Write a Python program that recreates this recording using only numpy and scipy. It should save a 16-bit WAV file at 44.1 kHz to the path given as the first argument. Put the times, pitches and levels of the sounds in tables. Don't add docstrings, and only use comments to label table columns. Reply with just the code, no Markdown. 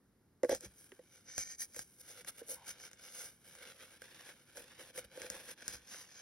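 import sys
import numpy as np
from scipy import signal
from scipy.fft import rfft, irfft, next_fast_len
from scipy.io import wavfile

SR = 44100
rng = np.random.default_rng(int(sys.argv[2]) if len(sys.argv) > 2 else 0)


def master_out(mix):
    frames = np.transpose(np.atleast_2d(mix))
    ceiling = np.clip(frames, -1, 1)
    pcm = np.round(ceiling * 32767).astype(np.int16)
    wavfile.write(sys.argv[1], SR, pcm)


N = 273861

# t/s, level/dB, pitch ratio set by where and how hard it leans
KNOCKS = [(0.4326, -20, 1.034), (0.4463, -25, 0.98), (0.4927, -23, 1.065), (0.512, -30.5, 1.1),
          (0.5262, -30.5, 1.02), (0.636, -47.5, 0.69), (0.9194, -48, 0.75), (0.9918, -46.5, 1.0),
          (1.7641, -45.5, 0.98), (2.415, -41.5, 0.93), (5.1741, -43, 1.03), (5.242, -43, 0.96)]
# t/s, bright crack level/dB, hollow tock level/dB
SNAPS = [(0.4944, -25.5, -42), (0.5485, -24.5, -29.5), (0.608, -37.5, -51), (0.919, -59, -36.5),
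         (1.38, -21, -24.5), (1.7462, -40, -36), (1.7637, -32, -35.5), (1.792, -27.5, -30),
         (2.2472, -43, -37), (2.2752, -52, -35.5), (2.6811, -34, -46), (2.8003, -49, -40),
         (2.9137, -44, -40), (2.932, -42.5, -40), (3.244, -38, -61), (3.552, -45, -42), (4.019, -38, -32.5),
         (4.2903, -49, -32), (4.571, -37.5, -32.5), (4.9778, -31, -26), (5.1742, -46, -36),
         (5.218, -33, -30), (5.301, -26, -30.5), (5.4896, -44, -38), (5.6225, -44, -33.5),
         (5.68, -24.5, -30.5), (5.7367, -34, -43), (5.944, -52, -29)]
# f/Hz, level/dB, T60/s
TUB_MODES = [(267, -11.5, 0.039), (349, -10, 0.06), (501.8, 2, 0.07), (567, -3.5, 0.036),
             (648, -12.5, 0.057), (851, -17.5, 0.031), (1110, -22.5, 0.04), (1765, -21.5, .03),
             (1944, -12.5, 0.02)]
# t/s, level/dB of the tub's ring relative to the crunch
LEAN = [(0.54, 13), (0.7, -5.5), (1.45, -13), (2.15, -6), (2.33, -16), (2.5, 8), (2.7, -19.5), (3.2, -7.5),
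        (4.3, -8), (4.6, 4), (4.9, -1), (5.25, 3), (5.55, -6), (6.21, -21)]


def from_db(db):
    return 10 ** (np.asarray(db) / 20)


def rms_one(x):
    return x / np.sqrt(np.mean(x ** 2) + 1e-20)


def at_time(points, s):
    return np.interp(s, *np.transpose(points))


def at_hz(points, hz):
    f, value = np.transpose(points)
    return np.interp(np.log(hz + 1), np.log(f), value)


def coloured(x, *spectra, size=2048):
    hz = np.linspace(0, SR / 2, size // 2 + 1)
    gain = from_db(sum(at_hz(spectrum, hz) for spectrum in spectra))
    cepstrum = irfft(np.log(gain))
    cepstrum[1:size // 2] *= 2
    cepstrum[size // 2 + 1:] = 0
    response = irfft(np.exp(rfft(cepstrum)))
    return signal.oaconvolve(np.atleast_2d(x), response[None], axes=1)[:, :N]


def drift(per_s):
    knots = rng.standard_normal(N // 10)
    return rms_one(np.interp(np.arange(N) / SR * per_s, np.arange(len(knots)), knots))


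def blows(events):
    s, db = np.transpose(events)
    return np.bincount(np.round(s * SR).astype(int), from_db(db), N)


def dying(x, t60):
    return signal.lfilter([1], [1, -from_db(-60 / (t60 * SR))], x + 1e-18)


def ringing(modes, rise_s, pitch=1):
    t = np.arange(SR // 4) / SR
    sines = [(-1) ** k * from_db(db - 60 * t / t60) * np.sin(2 * np.pi * hz * pitch * t)
             for k, (hz, db, t60) in enumerate(modes)]
    return sum(sines) * (1 - np.exp(-t / rise_s))


def struck(modes, force, rise_s):
    return signal.oaconvolve(np.atleast_2d(force), ringing(modes, rise_s)[None], axes=1)[:, :N]


def with_scatter(direct, envelope, *spectra):
    # f/Hz, level/dB relative to the direct sound
    scatter = [(100, -15), (500, -11), (800, 5.5), (1600, -22.5), (2200, -12), (2800, 11), (3700, 5),
               (4500, 3), (5100, -7), (7500, -44.5), (9500, 1), (11000, -9), (16000, -20)]
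    direct_share = [(hz, -10 * np.log10(1 + from_db(db) ** 2)) for hz, db in scatter]
    diffuse = envelope * rng.standard_normal((2, N)) * from_db([[-1.3], [1.0]])
    return coloured(direct, direct_share, *spectra) + coloured(diffuse, scatter, direct_share, *spectra)


def room_tone():
    # f/Hz, level/dB
    room = [(20, -26), (55, -3.5), (130, -1.5), (210, -2.5), (350, -5.5), (600, -15), (1200, -17),
            (3000, -29.5), (6000, -28.5), (11000, -27), (16000, -33)]
    return rms_one(with_scatter(rng.standard_normal(N), 1, room))


def knocking(rise_s, smother_s):
    kick_db, kick_pitch = -17.5, 1.01
    kicks = [(s, tock_db + kick_db + min(at_time(LEAN, s), 0), kick_pitch) for s, _, tock_db in SNAPS]
    out = np.zeros(N + SR)
    for s, db, pitch in KNOCKS + kicks:
        knock = from_db(db) * ringing(TUB_MODES, rise_s, pitch)
        damping = np.exp(-(np.arange(len(knock)) / SR / smother_s) ** 4)
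        start = round(s * SR)
        out[start:start + len(knock)] += damping * knock
    return out[:N]


def burst(column, colour, knock_db, crack_t60, crumble_t60, crumble_db):
    snaps = blows(np.array(SNAPS)[:, [0, column]])
    ticks = from_db(knock_db) * blows(np.array(KNOCKS)[:, :2])
    hits = snaps + ticks
    envelope = dying(hits, crack_t60) + from_db(crumble_db) * dying(hits, crumble_t60)
    return with_scatter(envelope * rng.choice([-1, 1], N), envelope, colour)


def snapping():
    # f/Hz, level/dB
    bright = [(150, -6), (600, -4), (1100, -18.5), (2700, -13), (4300, -6), (5200, 3), (6200, 2.5),
              (8000, 7.5), (11000, -6.5), (16000, -10.5)]
    # f/Hz, level/dB
    hollow = [(50, -34.5), (550, -2), (1150, -8.5), (1600, 4.5), (2000, -3), (2600, -6), (4000, -17.5),
              (8000, -27), (16000, -37)]
    cracks = burst(1, bright, knock_db=-14.5, crack_t60=0.0047, crumble_t60=0.11, crumble_db=-17)
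    tocks = burst(2, hollow, knock_db=-6, crack_t60=0.0084, crumble_t60=0.064, crumble_db=-13)
    return cracks + tocks


def grains(per_s, spread_db):
    at, strength, side = rng.random((N // 2, 3))[:int(per_s * N / SR)].T
    sizes = from_db(spread_db * np.minimum(-np.log(1 - strength), 4))
    return rms_one(np.bincount((at * N).astype(int), sizes * np.sign(side - .5), N))


def crush(spectrum, slip, per_s, spread_db):
    return rms_one(with_scatter(slip * grains(per_s, spread_db), slip, spectrum))


def pressure_powers():
    # t/s, crunch level/dB, fine dust level/dB
    pressure = [(0.44, -73, -66), (1.05, -75, -74), (1.85, -79.5, -66), (2.85, -62.5, -72),
                (3.4, -77.5, -70.5), (4.17, -58.5, -63), (4.45, -71, -70), (4.7, -62, -66.5),
                (5.1, -66.5, -79), (6.21, -69, -68.5)]
    s, *levels = np.transpose(pressure)
    return [from_db(np.interp(np.arange(N) / SR, s, db, left=-120)) ** 2 for db in levels]


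def stroke_powers(roundness=1.77):
    # peak t/s, rise/s, fall/s, crunch level/dB, dust level/dB above the crunch
    strokes = [(0.514, 0.017, 0.035, -46, -5), (0.649, 0.025, 0.023, -57.5, 1),
               (0.79, 0.043, 0.13, -77.5, 16.5), (1.16, 0.076, 0.057, -69.5, 1.5),
               (1.3, 0.036, 0.077, -62.5, -9), (1.4, 0.031, 0.036, -55.5, 6),
               (1.508, 0.072, 0.04, -62, 4.5), (1.623, 0.034, 0.023, -59.5, 17.5),
               (1.793, 0.045, 0.037, -60.5, 11.5), (2.014, 0.021, 0.004, -64.5, 14.5),
               (2.11, 0.06, 0.039, -60.5, 6), (2.21, 0.091, 0.033, -58, 0.5), (2.287, 0.015, 0.015, -48, 6),
               (2.409, 0.051, 0.0061, -58.5, 5), (2.5, 0.02, 0.043, -55.5, 16), (2.7, 0.034, 0.026, -52, 5),
               (2.857, 0.06, 0.027, -56.5, 2.5), (3.07, 0.063, 0.054, -58.5, 2.5),
               (3.188, 0.051, 0.093, -54.5, 7.5), (3.5, 0.059, 0.11, -63.5, 4),
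               (3.701, 0.13, 0.03, -54, -4), (3.82, 0.045, 0.05, -57.5, -3.5),
               (4.293, 0.033, 0.027, -55, -2.5), (4.572, 0.02, 0.065, -57, 2),
               (4.801, 0.015, 0.1, -57.5, 0.5), (4.983, 0.025, 0.022, -51, 5),
               (5.047, 0.0051, 0.016, -58.5, 4), (5.255, 0.12, 0.036, -54, -2.5),
               (5.331, 0.03, 0.13, -54, -1), (5.51, 0.049, 0.021, -51.5, 2),
               (5.62, 0.056, 0.041, -59.5, -5.5), (5.735, 0.069, 0.037, -53.5, 1),
               (5.951, 0.067, 0.084, -55, 0.5), (6.183, 0.11, 0.12, -62, -14)]
    # t/s, level/dB of its ring relative to the crunch
    bare_metal = [(1.15, 2.5), (1.4, 15), (1.63, 16), (1.9, 1), (2.1, 0.5), (2.4, -31), (2.7, 3), (3.25, 1),
                  (3.55, -25), (5.5, -16), (5.74, 3)]
    t = np.arange(0, N, 20) / SR
    crunch = dust = 0
    for s, rise, fall, db, dust_db in strokes:
        bell = np.exp(-2 * np.abs((t - s) / np.where(t < s, rise, fall)) ** roundness)
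        crunch = crunch + from_db(db) ** 2 * bell
        dust = dust + from_db(db + dust_db) ** 2 * bell
    tub = crunch * from_db(at_time(LEAN, t)) ** 2
    steel = crunch * from_db(at_time(bare_metal, t)) ** 2
    return [np.interp(np.arange(N) / SR, t, power) + 1e-18 for power in (tub, crunch, dust, steel)]


def digging():
    # f/Hz, level/dB
    crunch_spectrum = [(30, -37), (150, -10.5), (350, -3), (800, -6), (1150, -2.5), (1570, 2), (2000, -3.5),
                       (2280, 2), (2600, -2), (3400, -2), (4500, -7.5), (5400, -5.5), (7000, -10),
                       (16000, -25.5)]
    # f/Hz, level/dB
    dust_spectrum = [(2000, -28), (4400, -12), (5200, -6.5), (6250, -2), (6900, -8), (8700, 2.5),
                     (9800, -1), (10700, 1.5), (12200, -8), (14500, -6.5), (15600, -8)]
    tub, crunch, dust, steel = stroke_powers()
    steady_crunch, steady_dust = pressure_powers()
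    slip = from_db(1.66 * drift(260) + 1.02 * drift(60))
    grit = crush(crunch_spectrum, slip, per_s=2600, spread_db=2.5)
    crumbs = grains(per_s=70, spread_db=2.8)
    crumb_envelope = rms_one(np.sqrt(dying(crumbs ** 2, t60=0.0019)))
    crumbling = from_db(-10) * rms_one(with_scatter(crumbs, crumb_envelope, crunch_spectrum))
    wall_force = slip * grains(per_s=2500, spread_db=2.8)
    tub_ring = rms_one(struck(TUB_MODES, wall_force, rise_s=0.00058))
    hiss = from_db(-0.3) * crush(dust_spectrum, slip, per_s=16000, spread_db=3.5)
    spoon = from_db(-0.13) * spoon_ring(slip, buried_s=1.77)
    return (np.sqrt(crunch + steady_crunch) * (grit + crumbling)
            + np.sqrt(tub + from_db(-9.5) ** 2 * steady_crunch) * tub_ring
            + np.sqrt(dust + steady_dust) * hiss
            + np.sqrt(steel) * spoon)


def spoon_ring(slip, buried_s):
    # f/Hz, level/dB, T60/s
    modes = [(1850, -10.5, 0.038), (2290, -11.5, 0.033), (4900, -10, 0.029), (5560, -27, 0.023),
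             (5800, -18, 0.042), (5930, -2, 0.029), (6210, -1.5, 0.041), (6310, 1, 0.014),
             (8110, 7, 0.0063), (10400, -9, 0.0091), (11180, -10, 0.0083)]
    # f/Hz, level/dB
    rasp_spectrum = [(3000, -20), (4500, -1.5), (5250, 6), (5700, 2), (6250, 10), (6900, -2.5),
                     (8000, -21.5), (9000, -29), (16000, -36)]
    free_share = np.interp(np.arange(N) / SR, [buried_s, buried_s + 0.45], [.7, .15])
    force = with_scatter(slip * grains(per_s=9000, spread_db=4.85), slip)
    ring = rms_one(struck(modes, force, rise_s=0.00044))
    rasp = crush(rasp_spectrum, slip, per_s=6600, spread_db=6.0)
    return np.sqrt(free_share) * ring + np.sqrt(1 - free_share) * rasp


def wall_echo(x, delay_s, wander, echo_db):
    n = np.arange(N)
    emitted = n - delay_s * SR * (1 + wander * drift(5))
    echo = np.array([np.interp(emitted, n, channel) for channel in x])
    return (x + from_db(echo_db) * echo) / np.hypot(1, from_db(echo_db))


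def rocking(rise_s, jolt_db):
    # f/Hz, level/dB, T60/s
    modes = [(45.2, -10, 0.21), (63.5, -5, 0.31), (111.6, 0, 0.12), (197, -2.5, 0.16)]
    # t/s, level/dB
    settles = [(0.655, -51.5), (5.045, -59), (5.74, -55)]
    jolts = from_db(jolt_db) * blows(np.array(SNAPS)[:, :2])
    return struck(modes, jolts + blows(settles), rise_s)


def halting(halt_db):
    # middle t/s, half-length/s
    halts = [(0.595, 0.0077), (1.573, 0.012), (2.238, 0.018), (2.933, 0.042), (3.995, 0.016),
             (4.922, 0.0099), (5.083, 0.03), (5.557, 0.013)]
    t = np.arange(0, N, 20) / SR
    halted = sum(np.exp(-((t - s) / half_s) ** 4) for s, half_s in halts)
    return np.interp(np.arange(N) / SR, t, from_db(halt_db * halted))


def rubbing(s, width_s):
    # f/Hz, level/dB
    spectrum = [(300, -44), (700, -7), (880, 2), (1080, -2), (1350, -33), (3000, -49)]
    bell = np.exp(-((np.arange(N) / SR - s) / width_s) ** 2)
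    return bell * rms_one(coloured(rng.standard_normal(N), spectrum))


def ports(x):
    # f/Hz, phase/rad
    port_phase = [(50, 0), (550, -.4), (1000, .1), (1950, 0), (3100, 1.3), (3700, .8), (4400, 1.2),
                  (4900, -.3), (7300, 3.0), (8100, 3.3), (10400, 6.2), (11600, 6.4), (13500, 9.2),
                  (16000, 10.5)]
    size = next_fast_len(N + SR // 10)
    lead = at_hz(port_phase, np.arange(size // 2 + 1) * SR / size)
    rotation = np.exp(.5j * lead * np.array([[1], [-1]]))
    return irfft(rfft(x, size) * rotation, size)[:, :N]


def scene():
    knocks = knocking(rise_s=0.0014, smother_s=0.035) * from_db([[-1.2], [1.0]])
    thuds = rocking(rise_s=0.0035, jolt_db=-33)
    scrape = halting(halt_db=-9.5) * digging()
    scrape = wall_echo(scrape, delay_s=0.001244, wander=0.09, echo_db=-9)
    snaps = snapping()
    rub = from_db(-65.5) * rubbing(s=2.61, width_s=0.062)
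    room = from_db(-72) * room_tone()
    return ports(knocks + thuds + scrape + snaps + rub + room)


def record(dry):
    cutoff_hz = 15780
    return signal.sosfilt(signal.ellip(10, .2, 80, cutoff_hz, fs=SR, output="sos"), dry)


dry = scene()
out = record(dry)
master_out(out)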